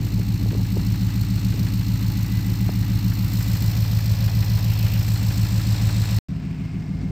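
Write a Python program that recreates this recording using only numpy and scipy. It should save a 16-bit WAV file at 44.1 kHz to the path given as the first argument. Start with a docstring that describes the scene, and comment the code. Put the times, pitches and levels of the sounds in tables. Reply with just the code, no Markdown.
"""Over the open engine bay of a V8 pickup, cold and at fast idle on an open exhaust; a phone listens, then is lowered.
Eight evenly spaced firings send unequal blasts down unequal headers, ringing the exhaust resonances in a lope.
Gas hisses, the valve train clatters, a lifter clacks, injectors tick, accessories whine, wind nudges the microphone.
After a short silent break the same idle is heard from beside the truck, with the clatter and hiss dulled."""
import sys
import numpy as np
from scipy import signal
from scipy.fft import rfft, irfft
from scipy.io import wavfile
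from scipy.ndimage import uniform_filter1d

SR = 44100
rng = np.random.default_rng(int(sys.argv[2]) if len(sys.argv) > 2 else 0)


def master_out(mix):
    """Clip the mix to full scale and print it as 16-bit PCM to the path in sys.argv[1]."""
    frames = np.transpose(np.atleast_2d(mix))
    ceiling = np.clip(frames, -1, 1)
    pcm = np.round(ceiling * 32767).astype(np.int16)
    wavfile.write(sys.argv[1], SR, pcm)


N = 313551
TIME = np.arange(N) / SR
FREQ = np.maximum(np.fft.rfftfreq(N, 1 / SR), 1)

# cylinders in firing order: (delay down the header [ms], relative exhaust blast [dB], relative hiss [dB])
CYLINDERS = [(-1.5, -4.2, -4.5), (-1.2, -2.9, -1), (-.1, 2.4, 1), (4.9, -2.2, -4), (-.7, -2.5, -.5),
             (-.4, -3.8, -4.5), (1.8, -.9, -3), (-1.5, 3.7, 1)]
# engine bay level as the microphone comes nearer, before each source's own trim: (time [s], level [dB])
BAY = [(0.4, -44.5), (1.33, -42.5), (3.06, -42.5), (3.42, -40.5), (4.33, -41), (6.0, -39), (6.05, -39)]
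# the silence between the two listening places: (start [s], end [s])
BREAK_START_S, BREAK_END_S = (6.188, 6.285)


def undb(db):
    """Decibels to gain."""
    return 10 ** (np.asarray(db) / 20)


def curve(rows, column=1):
    """One column of a time table at every sample."""
    rows = np.array(rows)
    return np.interp(TIME, rows[:, 0], rows[:, column])


def over_freq(points):
    """A table of (frequency [Hz], value) at every frequency, straight over log frequency."""
    hz, value = np.transpose(points)
    return np.interp(np.log(FREQ), np.log(hz), value)


def unit(x):
    """Scale to a standard deviation of 1."""
    return x / np.std(x)


def noise():
    """White noise."""
    return rng.standard_normal(N)


def colour(x, points):
    """Give x a spectrum that falls 60 dB per octave further past the table's ends; rms 1."""
    octaves_below = np.log2(points[0][0] / FREQ)
    octaves_above = np.log2(FREQ / points[-1][0])
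    octaves_out = np.maximum(0, np.maximum(octaves_below, octaves_above))
    gain = undb(over_freq(points) - 60 * octaves_out)
    return unit(irfft(rfft(x) * gain, N))


def resonance(hz, width_hz):
    """Response of one damped mode, gain 1 at its centre."""
    s = 1j * FREQ
    return s * width_hz / (s * s + s * width_hz + hz * hz)


def walk(rate_hz):
    """Straight lines between random normal values of spread 1, rate_hz of them a second."""
    steps = rng.standard_normal(4096)
    return np.interp(TIME * rate_hz, np.arange(len(steps)), steps)


def swell(centre_s, spread_s):
    """A Gaussian rise and fall with a peak of 1; spread_s is its standard deviation."""
    return np.exp(-.5 * ((TIME - centre_s) / spread_s) ** 2)


def impulses(times, sizes):
    """One impulse at each time."""
    return np.bincount(np.clip(times * SR, 0, N - 1).astype(int), sizes, N)


def crank(idle_rpm=824.82, sag_from_s=2.63, sag_rpm_per_s=2.1, second_start=.3425):
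    """Four-stroke cycles so far, two turns each; the fast idle holds, then sinks as the engine warms."""
    # brief surges of the idle: (time [s], spread [s], extra speed [rpm])
    surges = [(1.908, .24, 5.94), (3.502, .196, 9.81)]
    rpm = idle_rpm - sag_rpm_per_s * np.maximum(TIME - sag_from_s, 0)
    for at_s, spread_s, extra_rpm in surges:
        rpm = rpm + extra_rpm * swell(at_s, spread_s)
    cycles = np.cumsum(rpm) / SR / 120
    # after the break the engine is at another point of its cycle
    through_break = np.clip((TIME - BREAK_START_S) / (BREAK_END_S - BREAK_START_S), 0, 1)
    return cycles - second_start * through_break


def firings(cycle, first=0.0698):
    """Time of every firing and its place in the firing order; eight evenly spaced in each cycle."""
    number = np.arange(int((cycle[-1] - first) * len(CYLINDERS)) + 1)
    times = np.interp(number / len(CYLINDERS) + first, cycle, TIME)
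    return times, number % len(CYLINDERS)


def exhaust(cycle, close, beside, blast_db=36.0, low_cut_hz=40, soft_hz=430):
    """Unequal blasts, delayed unequally by the headers, ring the pipes; each listening place has its own mix."""
    # exhaust resonances, some in close pairs from the two banks: (frequency [Hz], width [Hz],
    # level over the bay [dB], level at the engine [dB], level beside the truck [dB], polarity [+1 or -1])
    pipes = [(49.8, 18.4, -9, -9.5, -17.5, -1), (69.8, 3.56, -4, -0.5, -7.5, -1),
             (100, 21.3, -2.5, 2.4, -16.5, -1), (111.73, 16.15, 2.5, 5, -11, 1),
             (139.4, 2.33, -4.5, -8.5, -22, 1), (151.8, 11.5, -46, -9, -6.5, 1),
             (186, 12.47, 7, 2.5, 1, -1), (189.7, 18.7, 2.3, -2.5, -4.5, 1),
             (233.9, 5.5, -10.5, -30, -20, -1), (254.2, 11.7, -21.5, -28.5, -16.5, -1),
             (296.8, 7.7, -13.5, -19.5, -24.5, 1), (343, 46, -35.5, -43.5, -31.5, 1)]
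    # turbulence in the pipes: (frequency [Hz], relative level [dB per Hz])
    churn = [(40, -19), (70, 7), (200, 5), (290, 2), (400, -7.5), (600, -24)]
    scatter_db, jitter_ms, churn_db = .7, .12, -42
    times, cylinder = firings(cycle)
    delay_ms, size_db, _ = np.array(CYLINDERS)[cylinder].T
    time_chance, size_chance = rng.standard_normal((len(times), 2)).T
    arrival = times + (delay_ms + jitter_ms * time_chance) / 1000
    blasts = impulses(arrival, undb(blast_db + size_db + scatter_db * size_chance))
    # an open pipe radiates almost nothing of the slowest pulsation
    low_cut = signal.butter(4, low_cut_hz, "high", fs=SR, output="sos")
    blasts = rfft(signal.sosfilt(low_cut, blasts))
    # a blast lasts about a millisecond, so it holds no treble
    blasts = blasts / (1 + (FREQ / soft_hz) ** 8)
    out = undb(churn_db) * colour(noise(), churn)
    for hz, width_hz, bay_db, engine_db, beside_db, polarity in pipes:
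        in_bay = undb(bay_db) * (1 - close) + undb(engine_db) * close
        gain = np.where(beside, undb(beside_db), in_bay)
        out = out + np.sign(polarity) * gain * irfft(blasts * resonance(hz, width_hz), N)
    return out


def valve_train(cycle, tick_s=0.011, valve_db=1, scatter_db=2.5, whirr_db=0, count=16):
    """Each valve seats once a cycle with its own short rattle, over the whirr of belt and fan."""
    ticks, age = 0, TIME[:SR // 40]
    for valve in range(count):
        place = (valve + rng.uniform(-.5, .5)) / count
        times = np.interp(np.arange(cycle[-1]) + place, cycle, TIME, left=-1, right=-1)
        times = times[times > 0]
        chance_db = scatter_db * rng.standard_normal(len(times))
        sizes = undb(valve_db * rng.standard_normal() + chance_db)
        rattle = rng.standard_normal(len(age)) * np.exp(-age / tick_s)
        ticks = ticks + signal.oaconvolve(impulses(times, sizes), rattle)[:N]
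    return unit(ticks) + undb(whirr_db) * noise()


def lifter(cycle, place=0.5, ring_hz=1600, width_hz=900, db=-11):
    """One noisy lifter clacks once a cycle: a burst of noise rings a broad mode."""
    spread_cycles = .05
    gate = np.exp(-.5 * ((cycle % 1 - place) / spread_cycles) ** 2)
    clack = irfft(rfft(gate * noise()) * resonance(ring_hz, width_hz), N)
    return unit(clack) * undb(curve(BAY) + db)


def injectors(cycle, ring_hz=4240, width_hz=170, upper_hz=5300, upper_db=-6, lag_s=0.00076, db=-9.0):
    """A tick at every firing rings two short metal modes."""
    scatter_db, bounce_s = 1.2, .008
    times, _ = firings(cycle)
    sizes = undb(scatter_db * rng.standard_normal(len(times)))
    modes = resonance(ring_hz, width_hz) + undb(upper_db) * resonance(upper_hz, width_hz)
    # the needle bounces for a moment, differently each time
    window = np.hanning(int(bounce_s * SR))
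    bounce = signal.fftconvolve(impulses(times + lag_s, sizes), window)[:N] * noise()
    return unit(irfft(rfft(bounce) * modes, N)) * undb(curve(BAY) + db)


def machinery(cycle, close, beside, above_db=-0.9, close_db=-0.88, beside_db=-49.5):
    """The clatter coloured by block and bay, with lifter and injectors; from beside, the body dulls it."""
    # clatter from above, close by and beside the truck: (frequency [Hz], relative level [dB per Hz])
    block_above = [(190, -47), (330, 5), (351, 0.5), (376, -6), (412, -23.5), (438, -17), (480, -11),
                   (726, -11), (854, -9.5), (1170, -9), (1770, -12), (1940, -7.5), (2870, -8.5),
                   (3280, -15.5), (3700, -12.5), (4810, -29), (8140, -120)]
    block_close = [(190, -38), (330, -2.5), (376, -12.5), (408, -8), (553, -3), (650, -5.5), (795, -4.5),
                   (1280, -10), (1960, -8), (2210, -10), (2400, -5), (2790, -9.5), (3700, -11.5),
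                   (4810, -42), (8140, -120)]
    past_body = [(380, -1), (520, -10.5), (680, -9), (900, -9.5), (1500, -11.5), (2500, -12.5), (3300, -20),
                 (5200, -17.5), (6200, -25.5), (8400, -27), (10000, -44)]
    clatter = valve_train(cycle)
    from_above = (1 - close) * undb(above_db) * colour(clatter, block_above)
    from_close = close * undb(close_db) * colour(clatter, block_close)
    in_bay = undb(curve(BAY)) * (from_above + from_close) + lifter(cycle) + injectors(cycle)
    return np.where(beside, undb(beside_db) * colour(clatter, past_body), in_bay)


def puffs(cycle, lead_s=0.0027, rise_s=0.0029):
    """Gas flow that swells, spits and dies once a firing, each cylinder with its own strength; rms 1."""
    scatter_db, spit_db = .8, 2.1
    times, cylinder = firings(cycle)
    sizes = undb(np.array(CYLINDERS)[cylinder, 2] + scatter_db * rng.standard_normal(len(times)))
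    age = TIME[:SR // 20] / rise_s
    flow = signal.fftconvolve(impulses(times - lead_s, sizes), age ** 2 * np.exp(-age))[:N]
    flow = flow * undb(spit_db * walk(450))
    return flow / np.sqrt(np.mean(flow ** 2))


def gas(flow, beside, hiss_steady=1.1, sizzle_steady=0.29, hiss_db=-2, sizzle_db=1.86, shielded_db=-25):
    """Hiss and sizzle follow the puffs; the highest band pulses most deeply; the body shields both from the side."""
    # gas hiss and its top sizzle: (frequency [Hz], relative level [dB per Hz])
    hiss_spectrum = [(2000, -28), (3400, -10.5), (4240, 2.5), (4730, -3), (5400, -3), (6190, -7),
                     (8060, -7), (8410, -8), (9160, -18.5), (10500, -29.5), (13600, -62), (22000, -120)]
    sizzle_spectrum = [(6060, -56), (10300, -36.5), (10800, -16), (12600, 1), (13900, 4), (15100, 2),
                       (16000, -18)]
    # sizzle level before its trim: (time [s], level [dB])
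    sizzle_level = [(0.4, -52), (1.78, -49.5), (3.04, -48.5), (3.41, -43.5), (4.11, -47.5), (4.87, -45),
                    (5.96, -49), (6.05, -48.5)]
    hiss = colour(noise() * (hiss_steady + flow), hiss_spectrum) * undb(curve(BAY) + hiss_db)
    sizzle = colour(noise() * (sizzle_steady + flow), sizzle_spectrum)
    sizzle = sizzle * undb(curve(sizzle_level) + sizzle_db)
    return (hiss + sizzle) * undb(shielded_db * beside)


def passing_bands(rows, drive, fade_s=0.078):
    """Resonant bands, each fed by noise times the drive, that fade in and out."""
    out = 0
    for hz, width_hz, db, start, end in rows:
        heard = np.clip(np.minimum(TIME - start, end - TIME) / fade_s + .5, 0, 1)
        # two passes, each twice the listed width
        band = irfft(rfft(drive * noise()) * resonance(hz, 2 * width_hz) ** 2, N)
        out = out + undb(db) * heard * unit(band)
    return out


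def whines(flow, rasp_steady=1.9):
    """Narrow wavering tones of the accessories come and go; the broader rasps pulse with the firings."""
    # accessory whines, then rasps that open up as the microphone moves past:
    # (frequency [Hz], nominal width [Hz], level [dB], start [s], end [s])
    whine_bands = [(835, 50, -57, 0, 3.3), (1000, 4, -63, 1.9, 6.2), (2000, 5, -56, 2.15, 2.8),
                   (2000, 6, -58, 3.3, 4.6), (3788, 30, -53, 5.6, 6.2), (680, 35, -59, 6.25, 7.2),
                   (2135, 30, -58, 6.55, 7.2)]
    rasp_bands = [(7460, 840, -50, 3.3, 3.7), (5110, 520, -48, 3.3, 6.2), (2580, 460, -44.5, 4.65, 5),
                  (7600, 660, -49.5, 5.05, 6.15), (2440, 470, -55.5, 6.35, 6.8)]
    return passing_bands(whine_bands, 1) + passing_bands(rasp_bands, rasp_steady + flow)


def buffets(breeze_db=-45.5, flutter_db=5.25, pop_noise_db=-9):
    """Wind rumbles on the microphone, with a few dull pops: a short low ring and a puff of noise."""
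    # wind on the microphone, and a dull pop: (frequency [Hz], relative level [dB per Hz])
    wind_spectrum = [(15, -30.5), (35, -7), (50, -3.5), (100, -3.5), (250, -11.5), (500, -29.5),
                     (1000, -39)]
    pop_spectrum = [(100, -30), (320, 3), (500, -3), (900, -5), (1400, -25.5), (3000, -43)]
    # gusts over a light breeze, before flutter: (time [s], spread [s], level [dB])
    gusts = [(.1, .18, -30.5), (.58, .08, -32), (.79, .04, -33), (1.58, .12, -38), (2.52, .05, -41),
             (3.55, .09, -39), (5.85, .12, -43), (7.05, .22, -38)]
    # dull pops: (time [s], level [dB], pitch [Hz], decay [s])
    pops = [(.196, -30, 440, .003), (.460, -29, 420, .003), (.516, -30, 350, .006), (.531, -27, 420, .003),
            (.550, -26.5, 400, .005), (.764, -29, 340, .007), (.770, -25, 440, .003),
            (1.542, -32, 420, .005), (2.691, -17, 680, .001), (2.6935, -24, 480, .002)]
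    wind = undb(breeze_db)
    for at_s, spread_s, db in gusts:
        wind = wind + undb(db) * swell(at_s, spread_s)
    out = colour(noise(), wind_spectrum) * wind * undb(flutter_db * walk(25))
    puff = undb(pop_noise_db) * colour(noise(), pop_spectrum)
    for start, db, hz, decay_s in pops:
        age = np.maximum(TIME - start, 0)
        ring = np.sqrt(2) * np.sin(2 * np.pi * hz * age)
        out = out + undb(db) * (TIME > start) * np.exp(-age / decay_s) * (ring + puff)
    return out


def ports(x):
    """The two microphone ports colour the sound a little differently."""
    # (frequency [Hz], left minus right [dB])
    balance = [(170, 0), (255, 2), (340, 0), (1300, 0), (1430, 3), (2600, 3), (2850, 0), (6100, -.3),
               (7000, 7), (8400, 9), (9900, -1), (11000, -17), (13000, -10), (15500, -6)]
    # (frequency [Hz], lead of the left port [rad])
    phase = [(55, 0), (115, -.15), (165, .2), (215, .27), (265, -.2), (310, -.2), (390, 0)]
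    half = np.array([[.5], [-.5]])
    gain = undb(half * over_freq(balance))
    gain = gain / gain.mean(axis=0)
    return irfft(rfft(x) * gain * np.exp(1j * half * over_freq(phase)), N)


def scene(diffuse_db=-14.0):
    """One crank drives the engine; part of the hiss is scattered by the bay and differs between the ports."""
    # microphone place: (time [s], nearness [0 over the bay, 1 down at the engine])
    nearness = [(0, 0.025), (2.9, 0.076), (3.3, 0.12), (3.8, 1.01), (4.9, 1.1), (5.3, 0.67), (6.2, 0.87)]
    cycle, close = crank(), curve(nearness)
    beside = TIME > (BREAK_START_S + BREAK_END_S) / 2
    flow = puffs(cycle)
    direct = exhaust(cycle, close, beside) + machinery(cycle, close, beside)
    direct = direct + gas(flow, beside) + whines(flow) + buffets()
    # short waves scatter most
    short_waves = signal.butter(2, 6000, "high", fs=SR, output="sos")
    scattered = signal.sosfilt(short_waves, gas(flow, beside))
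    return ports(direct + undb(diffuse_db) * np.array([[1], [-1]]) * scattered)


def record(dry, edge_s=0.00098, top_hz=15850):
    """Silence between the two places, soft ends, and a steep cut at the top."""
    running = 1. * ((TIME < BREAK_START_S) | (TIME > BREAK_END_S))
    running = uniform_filter1d(running, size=40)
    running = running * np.clip(np.minimum(TIME, TIME[-1] - TIME) / edge_s, 0, 1) ** 2
    top_cut = signal.ellip(10, .2, 80, top_hz, fs=SR, output="sos")
    return signal.sosfilt(top_cut, dry * running)


dry = scene()
out = record(dry)
master_out(out)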